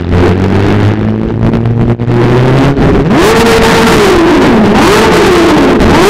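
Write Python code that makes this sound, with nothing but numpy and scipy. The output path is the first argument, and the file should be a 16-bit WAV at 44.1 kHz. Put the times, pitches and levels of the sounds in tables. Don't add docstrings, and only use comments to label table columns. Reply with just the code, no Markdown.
import sys
import numpy as np
from scipy import signal
from scipy.fft import rfft, irfft, next_fast_len
from scipy.io import wavfile
from scipy.ndimage import uniform_filter1d

SR = 44100
rng = np.random.default_rng(int(sys.argv[2]) if len(sys.argv) > 2 else 0)


def int16_out(signal):
    q = np.round(np.clip(np.atleast_2d(signal).T, -1, 1) * 32767)
    wavfile.write(sys.argv[1], SR, q.astype(np.int16))


def linear_from_db(decibels):
    return 10 ** (np.asarray(decibels, float) / 20)


N = 268789


def evened(x):
    return x / np.sqrt(np.mean(x ** 2) + 1e-20)


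def steady(x, seconds):
    power = abs(uniform_filter1d(x ** 2, int(seconds * SR)))
    return x / np.sqrt(power + 1e-12)


def curve(rows):
    s, *columns = np.transpose(rows)
    return [np.interp(np.arange(N) / SR, s, column) for column in columns]


def bumps(rows):
    t = np.arange(N) / SR
    return sum(height * np.exp(-((t - s) / width) ** 2) for s, height, width in rows)


def read(points, hz):
    f, value = np.transpose(points)
    return np.interp(np.log(hz + 1), np.log(f + 1), value)


def noise(spectrum):
    size = next_fast_len(N)
    colour = linear_from_db(read(spectrum, np.fft.rfftfreq(size, 1 / SR)))
    return evened(irfft(rfft(rng.standard_normal(size)) * colour, size)[:N])


def wander(hz):
    return noise([(1, 0), (hz, -6), (4 * hz, -60)])


def resonate(x, hz, width):
    return signal.lfilter(*signal.iirpeak(hz, hz / width, SR), x)


def band(x, modes):
    return sum(linear_from_db(db) * evened(resonate(resonate(x, f, w), f, w)) for f, w, db in modes)


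def exhaust_blows(turns):
    cylinder_db = [1.5, -5, 0.5, -2]
    # frequency in Hz, width in Hz, level in dB.
    pipe_modes = [(375.5, 27, -4), (419, 83, -11), (211.6, 69, -7)]
    count = np.maximum.accumulate(np.floor(turns + .02 * wander(60)))
    fired = np.diff(count, prepend=count[0]) > 0
    strength_db = np.take(cylinder_db, count.astype(int) % len(cylinder_db))
    clicks = fired * linear_from_db(strength_db + 2.82 * rng.standard_normal(N))
    t = np.arange(-300, 301) / SR
    dip = -np.exp(-(t / np.where(t < 0, .0013, .0005)) ** 2)
    blows = signal.oaconvolve(clicks, dip, "same")
    gate = steady(blows, 0.29)
    blows = signal.lfilter(*signal.butter(1, 45, "high", fs=SR), blows)
    ringing = sum(linear_from_db(db + 4.0) * resonate(blows, f, w) for f, w, db in pipe_modes)
    return steady(blows + ringing, 0.03), gate


def firing_tone(turns):
    phase = turns + 0.068 + 0.03 * wander(29.0)
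    return -linear_from_db(3.65 * wander(25.8)) * np.cos(2 * np.pi * phase)


def engine_orders(turns, hz):
    # multiple of the firing rate, level in dB.
    order_levels = [(.5, -11), (1.5, -11), (2, 1), (2.5, -5), (3, 0.5), (4, -5.5)]
    # frequency in Hz, gain in dB.
    pipe_gain = [(150, -6), (250, -3.5), (420, 2.5), (520, -6), (650, -6.5), (850, -2.5), (1100, -2),
                 (1350, -9), (1900, -5)]
    total = 0
    for multiple, db in order_levels:
        level = linear_from_db(db + read(pipe_gain, multiple * hz) + 4 * wander(15))
        total = total - level * np.cos(2 * np.pi * multiple * (turns + 0.035 * wander(26)))
    return total


def gas_rasp(gate):
    # frequency in Hz, width in Hz, level in dB.
    can_modes = [(790, 600, -21), (1390, 1030, -22.5), (2170, 3900, -32), (4280, 20000, -73)]
    return band(rng.standard_normal(N) * (.9 - gate), can_modes)


def engine_roar(turns, cutting):
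    # frequency in Hz, level in dB.
    roar_colour = [(40, -45), (120, 0), (200, 4.5), (400, -3), (470, -4.5), (540, -18), (1200, -13.5),
                   (3000, -21.5), (8000, -70)]
    stumble = cutting * linear_from_db(-3.0 + 9.0 * wander(10.5)) * np.cos(np.pi * turns + 0.86 * wander(30.6))
    swell = 1 + .5 * np.cos(2 * np.pi * turns)
    return stumble + linear_from_db(1.3 * wander(27.0)) * noise(roar_colour) * swell


def pipe_howl():
    # frequency in Hz, width in Hz, level in dB.
    blown_modes = [(352.5, 34.5, 1.5), (419.3, 64.3, -2.5)]
    return band(rng.standard_normal(N), blown_modes)


def exhaust(hz, blow_db, tone_db, orders_db, rasp_db, roar_db, howl_db):
    limiter_hz = 440.1
    cutting = np.clip((hz - limiter_hz) / 12, 0, 1)
    turns = np.cumsum(hz * (1 + .008 * cutting * wander(14))) / SR
    blows, gate = exhaust_blows(turns)
    engine = linear_from_db(blow_db) * blows
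    engine = engine + linear_from_db(tone_db) * firing_tone(turns)
    engine = engine + linear_from_db(orders_db) * engine_orders(turns, hz)
    engine = engine + linear_from_db(rasp_db) * gas_rasp(gate)
    engine = engine + linear_from_db(roar_db) * engine_roar(turns, cutting)
    return engine + linear_from_db(howl_db) * pipe_howl()


def surges_db():
    # start in seconds, jump in dB.
    throttle_bites = [(0.08, 0), (0.125, 4.5), (1.047, 3.5), (1.087, 3), (1.158, -1.5), (1.303, -0.5),
                      (1.41, 5.5), (1.483, 7), (1.531, 4), (1.653, 13), (1.704, 7), (1.764, 6.5),
                      (1.806, 0.5), (1.885, -1.5), (2.012, 4.5), (2.073, 6), (2.771, 1), (3.101, 12),
                      (3.633, 5), (5.796, 4)]
    t = np.arange(N) / SR
    return sum(jump_db * (t >= s) * np.exp(-np.maximum(t - s, 0) / 0.018) for s, jump_db in throttle_bites)


def pops():
    # time in seconds, level in dB, push 1 or pull -1.
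    fuel_pops = [(3.226, 7.5, 1), (3.304, 6, 1), (3.372, 1, 1), (3.426, 3, 1), (3.581, 6.5, 1),
                 (3.628, 10.5, -1), (3.961, 8, 1), (3.977, 1.5, 1), (4.173, 7, 1), (5.797, 19, 1),
                 (5.835, -6, 1), (5.846, 7, -1), (5.874, 8.5, 1), (5.908, -6, 1), (5.921, 1.5, -1)]
    clicks = np.zeros(N)
    for s, db, sign in fuel_pops:
        clicks[round(s * SR)] = linear_from_db(db) * np.sign(sign)
    t = np.arange(2000) / SR
    push = 1.78 * np.sin(2 * np.pi * 62 * t) * np.exp(-t / 0.0037)
    return signal.oaconvolve(clicks, push)[:N]


def tunnel(x):
    # frequency in Hz, time to fall 60 dB in seconds.
    decay_times = [(100, 0.9), (400, 1.13), (900, 0.93), (4000, 0.53)]
    taps = np.zeros(SR)
    at = np.arange(700, SR - 20, 20)
    taps[at + rng.integers(0, 20, len(at))] = rng.choice([-1., 1.], len(at))
    hz, t, z = signal.stft(taps, SR, nperseg=512)
    decay = linear_from_db(-60 * t / read(decay_times, hz)[:, None])
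    tail = signal.istft(z * decay, SR, nperseg=512)[1]
    return signal.fftconvolve(x, tail / np.linalg.norm(tail))[:N]


def wind(level_db):
    # frequency in Hz, level in dB.
    wind_colour = [(15, -12), (40, 2), (70, -2.5), (150, -3), (400, -14), (1500, -63), (6000, -98)]
    # centre in seconds, lift in dB, half width in seconds.
    gust_lifts = [
        (.12, 20.5, 0.032),
        (1.4, 10.5, 0.18),
        (1.9, 12.5, 0.34),
        (2.9, 18.5, 0.16),
        (4.85, 0, 0.076),
        (5.17, -6, 0.044),
        (5.55, -6, 0.1),
        (5.88, 21, 0.096),
    ]
    return linear_from_db(level_db + bumps(gust_lifts) + 3 * wander(10)) * noise(wind_colour)


def states(hz, pressure_db):
    clutch_s, eased_db, eased_span_db = 3.04, -4, 5
    climb_hz_per_s, coast_hz_per_s = 910, 160
    free = np.clip((np.arange(N) / SR - clutch_s) / 0.069, 0, 1)
    geared = 1 - free
    eased = np.clip((eased_db - pressure_db) / eased_span_db, 0, 1)
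    slope = uniform_filter1d(np.gradient(hz) * SR, 3000)
    climb = np.clip(slope / climb_hz_per_s, 0, 1)
    coast = np.clip(-slope / coast_hz_per_s, 0, 1)
    return np.array([geared * (1 - eased), geared * eased, free * climb, free * (1 - climb - coast), free * coast])


def layer_levels(shares):
    blows_levels = (1, 0.5, -7.5, -4, -6)
    tone_levels = (-3.5, -8.5, 0, 0, -0.5)
    upper_levels = (-10.5, -25, -4.5, -3, -10.5)
    rasp_levels = (8.4, 1.2, 7.9, 15.2, 3.9)
    roar_levels = (-7.5, -11, -6.5, -3.5, -5)
    howl_levels = (-8.5, -11, -14.5, -12.5, -3.5)
    echo_levels = (-11, -12.5, -10, -10.5, -3.5)
    wind_levels = (-15, -10, -20.5, -10.5, -9.5)
    roof_changes = (2, 2.5, 5, -0.5, -1.5, -3, 2.5, 3)
    roof_s = 1.9
    inside = shares[0] * np.clip((np.arange(N) / SR - roof_s) / .3, 0, 1)
    levels = np.array([blows_levels, tone_levels, upper_levels, rasp_levels,
                       roar_levels, howl_levels, echo_levels, wind_levels])
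    return levels @ shares + np.outer(roof_changes, inside)


def helmet_microphone(mix):
    vented = signal.lfilter(*signal.butter(2, 38, "high", fs=SR), mix)
    lopsided = -np.exp(-.35 * np.clip(vented, -3, 3))
    centred = lopsided - uniform_filter1d(lopsided, 1500)
    return signal.lfilter(*signal.butter(3, 4800, fs=SR), centred)


def scene():
    # time in seconds, firing rate in Hz, pressure in dB, tone prominence in dB.
    cruise_rows = [
        (0, 85.46, 4, -1.5),
        (.56, 98.42, 3, -2),
        (.88, 104.5, -1, -1),
        (.97, 106.4, -8, -4.5),
        (1.44, 113.4, -12, 6),
        (1.93, 118.1, -8.5, 5.5),
        (2.27, 121.1, 1, -4.5),
        (2.72, 140, 7, 1),
        (2.86, 131.8, 4, -1.5),
    ]
    rev_rows = [
        [(3.03, 138, -1.5, 0.5), (3.1, 187, -1.5, 2), (3.19, 325, 6, 2), (3.27, 427, 21, 6.5),
         (3.32, 453, 11, 1), (3.92, 456, 14.5, -1.5), (4.14, 357.4, 13, 1.5), (4.41, 264.3, 9.5, 0.5),
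         (4.65, 201.5, 4.5, 6)],
        [(4.71, 203, 2, 5), (4.8, 283, 7.5, 2), (4.92, 412, 14.5, 0.5), (4.98, 444, 10.5, -3),
         (5.06, 450, 6, -6), (5.19, 417.4, 12, 1.5), (5.41, 328, 11.5, 0.5), (5.7, 254.7, 7, 1.5),
         (5.82, 196.4, 8, 3.5)],
        [(5.84, 202, 8, 3), (5.99, 334.5, 8.5, -3), (6.09, 421, 18, 4)],
    ]
    # centre in seconds,
    # change in dB, half width in seconds.
    pressure_rows = [(.05, -19, 0.085), (.35, -12, 0.04), (.41, -8.5, 0.026), (.495, -11, 0.042),
                     (.614, -6.5, 0.027), (.783, -4, 0.03), (.955, -7.5, 0.019), (1.462, 12.5, 0.034),
                     (1.512, -8.5, 0.018), (1.55, 11.5, 0.033), (1.756, -2, 0.028), (1.82, 9, 0.02),
                     (1.906, 9.5, 0.028), (1.971, -18, 0.031), (2.06, -14, 0.023), (2.749, -21, 0.033),
                     (2.918, -6, 0.014), (3.043, -10, 0.022), (3.095, -10.5, 0.016), (3.397, 5, 0.014),
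                     (2.8, -6.5, 0.021), (3.766, -5.5, 0.18), (4.23, -6.5, 0.07), (4.4, -9, .01),
                     (5.298, -3.5, 0.014), (5.56, -1, 0.0098),
                     (3.342, -16, .014),
        (3.44, -14, .013),
        (3.602, -13, .014),
        (4.736, -13, .009),
        (5.098, -8, .01),
        (5.745, -10, .008),
        (5.783, -17, .016),
    ]
    # centre in seconds, change in dB, half width in seconds.
    fade_rows = [(1.2, 3.5, 0.065), (1.27, -12, 0.058), (2.62, -5.5, 0.026), (2.96, -7.5, 0.067),
                 (3.0, 4, 0.021), (3.14, -1.5, 0.015), (3.7, -15.5, 0.041), (3.92, -31, 0.042),
                 (4.02, 8.5, 0.047), (4.46, -2.5, 0.15), (4.75, -23, 0.029), (5.58, -20, 0.005),
                 (5.63, -0.5, 0.035), (5.83, -4, 0.014)]
    # centre in seconds, howl lift in dB, half width in seconds.
    sing_rows = [
        (.23, 7, 0.066),
        (.7, -2.5, .15),
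        (2.75, -2, .1),
        (4.2, -4, .12),
        (4.45, 3, .1),
        (5.6, 3, .08),
    ]
    hz, slow_db, stands_db = curve(cruise_rows + sum(rev_rows, []))
    pressure_db = slow_db + bumps(pressure_rows)
    stands_db = stands_db + bumps(fade_rows)
    levels = layer_levels(states(hz, slow_db))
    blow_db, tone_db, orders_db, rasp_db, roar_db, howl_db, echo_db, wind_db = levels
    engine = exhaust(hz, blow_db + .5 * stands_db, tone_db + 1.38 * stands_db, orders_db,
                     rasp_db, roar_db, howl_db + bumps(sing_rows))
    mix = steady(engine + linear_from_db(echo_db) * tunnel(engine) + wind(wind_db), 0.03184)
    heard = steady(helmet_microphone(mix), 0.0356) + pops()
    pressure_db = pressure_db + uniform_filter1d(surges_db(), size=90) + 0.72 * wander(58)
    return (linear_from_db(pressure_db) * heard)[None]


def top_cut(x):
    return signal.sosfilt(signal.butter(12, 15900, fs=SR, output="sos"), x)


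def record(dry):
    # centre in seconds, rail lift, half width in seconds.
    bias_lifts = [
        (.2, .08, .15),
        (2.9, .07, .15),
        (4.7, .08, .25),
        (6.0, .13, .17),
    ]
    lower_rail, upper_rail = -.72, .63
    rail_sag, sag_s = .13, .25
    overload = uniform_filter1d(1. * (abs(dry) > upper_rail), int(sag_s * SR))
    railed = np.clip(dry, lower_rail, upper_rail - rail_sag * overload + bumps(bias_lifts))
    lowpass = signal.firwin(511, 15700, window=("kaiser", 8), fs=SR)
    limited = signal.oaconvolve(railed, lowpass[None], "same")
    return top_cut(limited)


dry = scene()
out = record(dry)
int16_out(out)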